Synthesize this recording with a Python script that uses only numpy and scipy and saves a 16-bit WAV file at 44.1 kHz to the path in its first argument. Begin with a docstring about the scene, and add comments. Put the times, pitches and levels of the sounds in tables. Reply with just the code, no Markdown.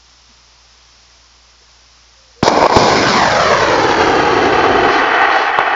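"""A rocket launch in a quiet field. First faint hiss, a generator's hum and three small knocks.
Igniter gas hoots twice in the nozzle; at 2.4 s the motor bangs alight, sputters and roars,
overloading the microphone. The rocket climbs straight up: the ground echo lags more and more,
sweeping a comb down through the roar, and the hollow motor briefly sings a falling note.
Near 5 s the bass drops away, then the thrust tails off; a last pop comes at 5.6 s."""
import sys
import numpy as np
from scipy import signal
from scipy.fft import rfft, irfft
from scipy.io import wavfile

SR = 44100
rng = np.random.default_rng(int(sys.argv[2]) if len(sys.argv) > 2 else 0)


def output_pcm(signal):
    """Save a mono or channel-first signal as 16-bit PCM at the path in sys.argv[1].

    Samples are clipped to [-1, 1] before scaling.
    """
    pcm = np.clip(np.atleast_2d(signal).T, -1, 1) * 32767
    wavfile.write(sys.argv[1], SR, np.round(pcm).astype(np.int16))


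N = 253575
T = np.arange(N) / SR

# roar spectra by flight stage: freq_hz, relative_db
ROAR_ON_PAD = [(110, -45.5), (180, -11.5), (260, -4), (450, -0.5), (750, 0), (1050, 1.5), (1320, -13),
               (1560, -8), (1760, -18.5), (2380, -13), (2630, -21.5), (3600, -34), (4700, -51)]
ROAR_OFF_RAIL = [(110, -36), (190, -5.5), (450, -0.5), (750, -2), (1100, -4), (1330, -13), (1550, -1),
                 (1780, -17), (2100, -5.5), (2700, -14.5), (3600, -23.5), (4700, -50.5)]
ROAR_RISING = [(110, -35.5), (200, -11.5), (450, -1.5), (700, -2.5), (1100, -1.5), (1400, -6.5), (1900, -8),
               (2700, -17.5), (3600, -20.5), (4700, -54)]
ROAR_CLIMBING = [(110, -35.5), (200, -7), (290, -2.5), (420, -3), (600, -3), (830, -3), (1200, -6.5),
                 (1700, -9.5), (2300, -16), (3050, -18), (3600, -27), (4700, -52)]
ROAR_FAR_UP = [(110, -63), (180, -28), (280, -16), (450, -10.5), (800, -2), (1150, -3.5), (1900, -6),
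               (2400, -14.5), (3000, -17), (3600, -24), (4700, -60.5)]
# spectra of large eddies, nozzle hiss and background air: freq_hz, relative_db
RUMBLE_SPECTRUM = [(20, -22), (45, -16), (100, -3), (170, 0.5), (250, -2.5), (400, -31)]
HISS_SPECTRUM = [(2300, -27), (3300, -1.5), (4300, 2), (4800, 0.5), (5300, -0.5), (6200, -1.5),
                 (7300, -13.5)]
AIR_SPECTRUM = [(20, -19), (45, -16), (130, -16), (300, -19.5), (600, -17), (1050, -12.5), (1700, -16.5),
                (3100, -15.5), (4400, -14), (5250, -9.5), (6100, -14.5), (7300, -23)]
# flares of the hiss: start_s, length_s, gain_db
HISS_RASPS = [(3.08, 0.052, 2.5), (4.907, 0.099, 5), (5.313, 0.17, 5)]
# surges and lulls of the burn: start_s, length_s, low_band_gain_db
BURN_SURGES = [(2.478, 0.0084, 14), (2.491, .010, -2.5), (2.626, 0.0041, 9.5), (2.64, 0.002, 12),
               (2.658, 0.011, 8.5), (2.671, 0.025, -11.5), (2.686, 0.07, -1.5), (2.761, 0.0165, 11.5),
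               (2.787, 0.052, 2.5), (4.754, 0.0078, 1.5), (5.46, 0.096, -3), (5.5867, 0.00503, 17.5)]
# narrow treble dips and peaks: centre_hz, width_hz, on_pad_db, overhead_db
TREBLE_BANDS = [(2617, 100, -5, 1.5), (3654, 103, 0, -10), (5130, 110, 7.5, -12), (6230, 160, -11.5, -1.5)]
# pressure fronts: start_s, unfiltered_peak_db, push_ms
PRESSURE_FRONTS = [(2.4275, 5.5, 0.28), (2.4303, 17.5, 0.82), (2.482, 3, 1), (2.768, 11, 1.1),
                   (3.068, -5, 1.8), (5.5894, -3.5, 0.84), (5.593, 11, 0.13)]
# igniter gas tones: start_s, length_s, pitch_hz, glide_hz_per_s, level_db, swell_db_per_s
IGNITER_HOOTS = [(2.168, 0.15, 540, -190, -60, -7), (2.362, 0.088, 460, 594, -50.5, 110)]
# generator partials: pitch_hz, level_db
GENERATOR_PARTIALS = [(59.2, -55), (118.4, -68.5)]
# knocks and ticks in the field: start_s, level_db, pitch_hz, decay_s
FIELD_KNOCKS = [(.29, -47.5, 228, .018), (1.1, -45, 2000, .004), (1.61, -52, 460, .025)]

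LIGHT_S, LIFT_S, TAIL_OFF_S = 2.427, 2.56, 5.15
CLIMB_M_PER_S2, DISTANCE_M = 124, 60.5
OFF_RAIL_S, RISING_S, CLIMBING_S, FAR_UP_S = 2.946, 3.095, 3.665, 4.923
ROAR_DB, ROAR_GROWTH_DB_PER_S, TAIL_OFF_DB_PER_S = -12, 0.5, 5.5
RUMBLE_DB, ON_PAD_DB = -25.5, -7.5
PLUME_S, PLUME_END_S, PLUME_DB = 2.75, 2.8, 5.5
THIN_S, THIN_DB, THIN_DB_PER_S = 4.89, -12.5, 20.5
HISS_DB, HISS_FADE_DB_PER_S = -19.5, 4
HISS_DIP_S, HISS_DIP_END_S, HISS_DIP_DB = 2.495, 2.735, -8.5
SHOCK_S, SHOCK_END_S, NEAR_DRIVE, FAR_DRIVE = 2.8, 3.65, 0.36, 0.032
ECHO_OVERHEAD_LAG_S, ECHO_STRENGTH, ECHO_FULL_SINE = 0.002662, 0.52, 0.54
SONG_S, SONG_HZ, SONG_SAG_HZ_PER_S, SONG_DB = 3.15, 688, 340, -20.5


def jet(throb_db=0.93):
    """Turbulent exhaust: roar, rumble and hiss share one throb."""
    shocks = wander(350)
    exhaust = roar(shocks) + rumble() + hiss(shocks)
    return unit_rms(amp(throb_db * wander(32))) * exhaust


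def roar(shocks, flutter_db=1.19, blend_s=0.13):
    """Mid-band turbulence, roughened by shocks; its colour crossfades from stage to stage."""
    changes_s = (OFF_RAIL_S, RISING_S, CLIMBING_S, FAR_UP_S)
    stage = sum(1 + np.tanh((T - s) / blend_s) for s in changes_s) / 2
    spectra = [ROAR_ON_PAD, ROAR_OFF_RAIL, ROAR_RISING, ROAR_CLIMBING, ROAR_FAR_UP]
    blend = sum(np.sqrt(np.maximum(1 - abs(stage - k), 0)) * noise(spectrum)
                for k, spectrum in enumerate(spectra))
    return amp(roar_level_db()) * unit_rms(blend * amp(flutter_db * shocks))


def roar_level_db():
    """Grows slightly through the burn, then tails off with the thrust."""
    return ROAR_DB + ROAR_GROWTH_DB_PER_S * since(LIFT_S) - TAIL_OFF_DB_PER_S * since(TAIL_OFF_S)


def rumble():
    """Large eddies: weak on the pad, strong as the plume beats the ground, thin late in the burn."""
    level_db = RUMBLE_DB + ON_PAD_DB * gate(LIGHT_S, PLUME_S, 0.013)
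    level_db += PLUME_DB * gate(PLUME_S, PLUME_END_S, 0.012)
    level_db += THIN_DB * ramp(THIN_S, 0.03) - THIN_DB_PER_S * since(THIN_S)
    return amp(level_db) * noise(RUMBLE_SPECTRUM)


def hiss(shocks, crackle_db=1.5):
    """Nozzle hiss: dips briefly after the ignition bang, returns, then fades, with brief rasps."""
    level_db = HISS_DB - HISS_FADE_DB_PER_S * since(LIFT_S) - TAIL_OFF_DB_PER_S * since(TAIL_OFF_S)
    level_db += HISS_DIP_DB * gate(HISS_DIP_S, HISS_DIP_END_S, 0.011)
    level_db += sum(db * gate(s, s + length_s, 0.008) for s, length_s, db in HISS_RASPS)
    return amp(level_db) * unit_rms(noise(HISS_SPECTRUM) * amp(crackle_db * shocks))


def ground_echo(x, tail_lag_ratio=0.91, tail_gain=0.3, near_lag_ratio=0.686, near_gain=0.34):
    """Nozzle and plume tail bounce off the soil; a low object nearby returns treble sooner."""
    sine = elevation_sine()
    strength = ECHO_STRENGTH * np.minimum(sine / ECHO_FULL_SINE, 1)
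    lag_s = ECHO_OVERHEAD_LAG_S * sine
    low = lowpass(x, 950)
    treble = x - low
    bounced = low + 0.72 * treble  # dry grass absorbs treble
    echo = np.interp(T - lag_s, T, bounced)
    echo += tail_gain * np.interp(T - tail_lag_ratio * lag_s, T, bounced)
    echo -= near_gain * np.interp(T - near_lag_ratio * lag_s, T, treble)
    return (x + strength * echo) / np.sqrt(1 + strength ** 2 * (1 + tail_gain ** 2))


def shock_skew(x, bias=0.28, low_cut_hz=22):
    """So loud a wave flattens on one side and peaks on the other, most as the plume passes close."""
    drive = FAR_DRIVE + NEAR_DRIVE * gate(SHOCK_S, SHOCK_END_S, 0.68)
    scale = amp(roar_level_db()) / drive
    bent = scale * (np.tanh(x / scale + bias) - np.tanh(bias)) * np.cosh(bias) ** 2
    bent *= 1 + drive ** 2  # make-up gain
    return signal.sosfilt(signal.butter(1, low_cut_hz, "high", fs=SR, output="sos"), bent)


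def treble_colour(x, air_db_per_khz_s=2.04, receding_s=3.32):
    """Narrow treble dips and peaks change depth with the climb; air takes treble as the rocket recedes."""
    hz, frame_s, spectrum = signal.stft(x, SR, nperseg=1024, noverlap=768)
    hz = hz[:, None]
    overhead = np.interp(frame_s, T, elevation_sine()) ** 2
    gain_db = sum((pad_db + (top_db - pad_db) * overhead) * np.exp(-((hz - centre_hz) / width_hz) ** 2)
                  for centre_hz, width_hz, pad_db, top_db in TREBLE_BANDS)
    excess_khz = np.clip((hz - 4000) / 1000, 0, 4)
    gain_db -= air_db_per_khz_s * excess_khz * np.maximum(frame_s - receding_s, 0)
    return signal.istft(spectrum * amp(gain_db), SR, nperseg=1024, noverlap=768)[1][:N]


def uneven_burn(x, split_hz=1250, treble_share=0.42, catch_s=0.0099):
    """The motor catches at once, then surges; large eddies swell far more than fine ones."""
    surge_db = sum(db * gate(s, s + length_s, 0.00069) for s, length_s, db in BURN_SURGES)
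    low = lowpass(x, split_hz)
    return ramp(LIGHT_S, catch_s) * (low * amp(surge_db) + (x - low) * amp(treble_share * surge_db))


def blasts(band_hz=(130, 1800)):
    """Each front is a sharp push and a longer suction; the microphone's bass cut makes it swing back."""
    pressure = np.zeros(N)
    for start_s, peak_db, push_ms in PRESSURE_FRONTS:
        age_in_pushes = since(start_s) * 1000 / push_ms
        pressure += amp(peak_db) * (T > start_s) * (1 - age_in_pushes) * np.exp(-age_in_pushes)
    return signal.sosfilt(signal.butter(2, band_hz, "band", fs=SR, output="sos"), pressure)


def motor_song(width_hz=22, attack_s=0.034, hold_s=0.15, release_db_per_s=67):
    """The hollow motor sings as it pulls away: a falling whistle of narrow-band noise."""
    phase = 2 * np.pi * np.cumsum(SONG_HZ - SONG_SAG_HZ_PER_S * since(SONG_S)) / SR
    whistle = wander(width_hz) * np.cos(phase) + wander(width_hz) * np.sin(phase)
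    level_db = SONG_DB - release_db_per_s * since(SONG_S + hold_s)
    return ramp(SONG_S, attack_s) * amp(level_db) * whistle


def igniter(upper_ratio=1.2, upper_db=-13):
    """Igniter gas hoots in the nozzle before the motor catches, two wavering partials a hoot."""
    out = np.zeros(N)
    for start_s, length_s, pitch_hz, glide_hz_per_s, level_db, swell_db_per_s in IGNITER_HOOTS:
        age_s = np.minimum(since(start_s), length_s)
        hz = (pitch_hz + glide_hz_per_s * age_s) * (1 + 0.0071 * wander(60))
        phase = 2 * np.pi * np.cumsum(hz) / SR
        tones = np.sin(phase) + amp(upper_db) * np.sin(upper_ratio * phase)
        envelope = amp(level_db + swell_db_per_s * age_s) * gate(start_s, start_s + length_s, 0.006)
        out += np.sqrt(2) * envelope * tones
    return out


def air(level_db=-46.5):
    """Faint, near-steady hiss of the field."""
    return amp(level_db) * noise(AIR_SPECTRUM) * amp(0.33 * wander(4.6))


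def generator():
    """Low hum; each partial drifts slightly in pitch."""
    out = np.zeros(N)
    for pitch_hz, level_db in GENERATOR_PARTIALS:
        phase = 2 * np.pi * np.cumsum(pitch_hz * (1 + 0.003 * wander(2))) / SR
        out += np.sqrt(2) * amp(level_db) * np.sin(phase)
    return out


def knocks():
    """Small knocks: fast-decaying bands of noise."""
    out = np.zeros(N)
    for start_s, level_db, hz, decay_s in FIELD_KNOCKS:
        ring = noise([(hz / 4, -40), (hz / 1.1, -5), (hz, 0), (hz * 1.1, -8), (hz * 4, -60)])
        out += amp(level_db) * ring * (T > start_s) * np.exp(-since(start_s) / decay_s)
    return out


def elevation_sine():
    """Sine of the rocket's angle above the horizon under steady vertical acceleration."""
    height_m = CLIMB_M_PER_S2 * since(LIFT_S) ** 2 / 2
    return height_m / np.hypot(height_m, DISTANCE_M)


def noise(spectrum):
    """Noise of rms 1, shaped by (freq_hz, relative_db) points."""
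    hz, db = np.transpose(spectrum)
    gain = amp(np.interp(np.log(np.fft.rfftfreq(N, 1 / SR) + 1), np.log(hz), db))
    return unit_rms(irfft(rfft(rng.standard_normal(N)) * gain, N))


def wander(rate_hz):
    """Random drift of rms 1, mostly below rate_hz."""
    rolloff = 1 + (np.fft.rfftfreq(N, 1 / SR) / rate_hz) ** 2
    return unit_rms(irfft(rfft(rng.standard_normal(N)) / rolloff, N))


def lowpass(x, hz):
    """Steep zero-delay low-pass."""
    return signal.oaconvolve(x, signal.firwin(511, hz, window=("kaiser", 9), fs=SR), "same")


def gate(start_s, end_s, edge_s):
    """Soft-edged window."""
    return (np.tanh((T - start_s) / edge_s) - np.tanh((T - end_s) / edge_s)) / 2


def ramp(start_s, length_s):
    """Linear rise from 0 to 1."""
    return np.minimum(since(start_s) / length_s, 1)


def since(start_s):
    """Seconds elapsed, 0 before start_s."""
    return np.maximum(T - start_s, 0)


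def amp(db):
    """Decibels to gain."""
    return 10 ** (np.asarray(db) / 20)


def unit_rms(x):
    """Scales to rms 1."""
    return x / np.sqrt(np.mean(x ** 2) + 1e-20)


def scene():
    """The rocket over the quiet field, mono."""
    exhaust = shock_skew(ground_echo(jet()))
    rocket = uneven_burn(treble_colour(exhaust))
    return (rocket + blasts() + igniter() + motor_song() + air() + generator() + knocks())[None]


def record(dry, mic_edge_hz=7400, output_edge_hz=16000):
    """The microphone overloads and limits the band; overshoots clip again at full scale."""
    narrow = lowpass(np.clip(dry[0], -1, 1), mic_edge_hz)
    return lowpass(np.clip(narrow, -1, 1), output_edge_hz)[None]


dry = scene()
out = record(dry)
output_pcm(out)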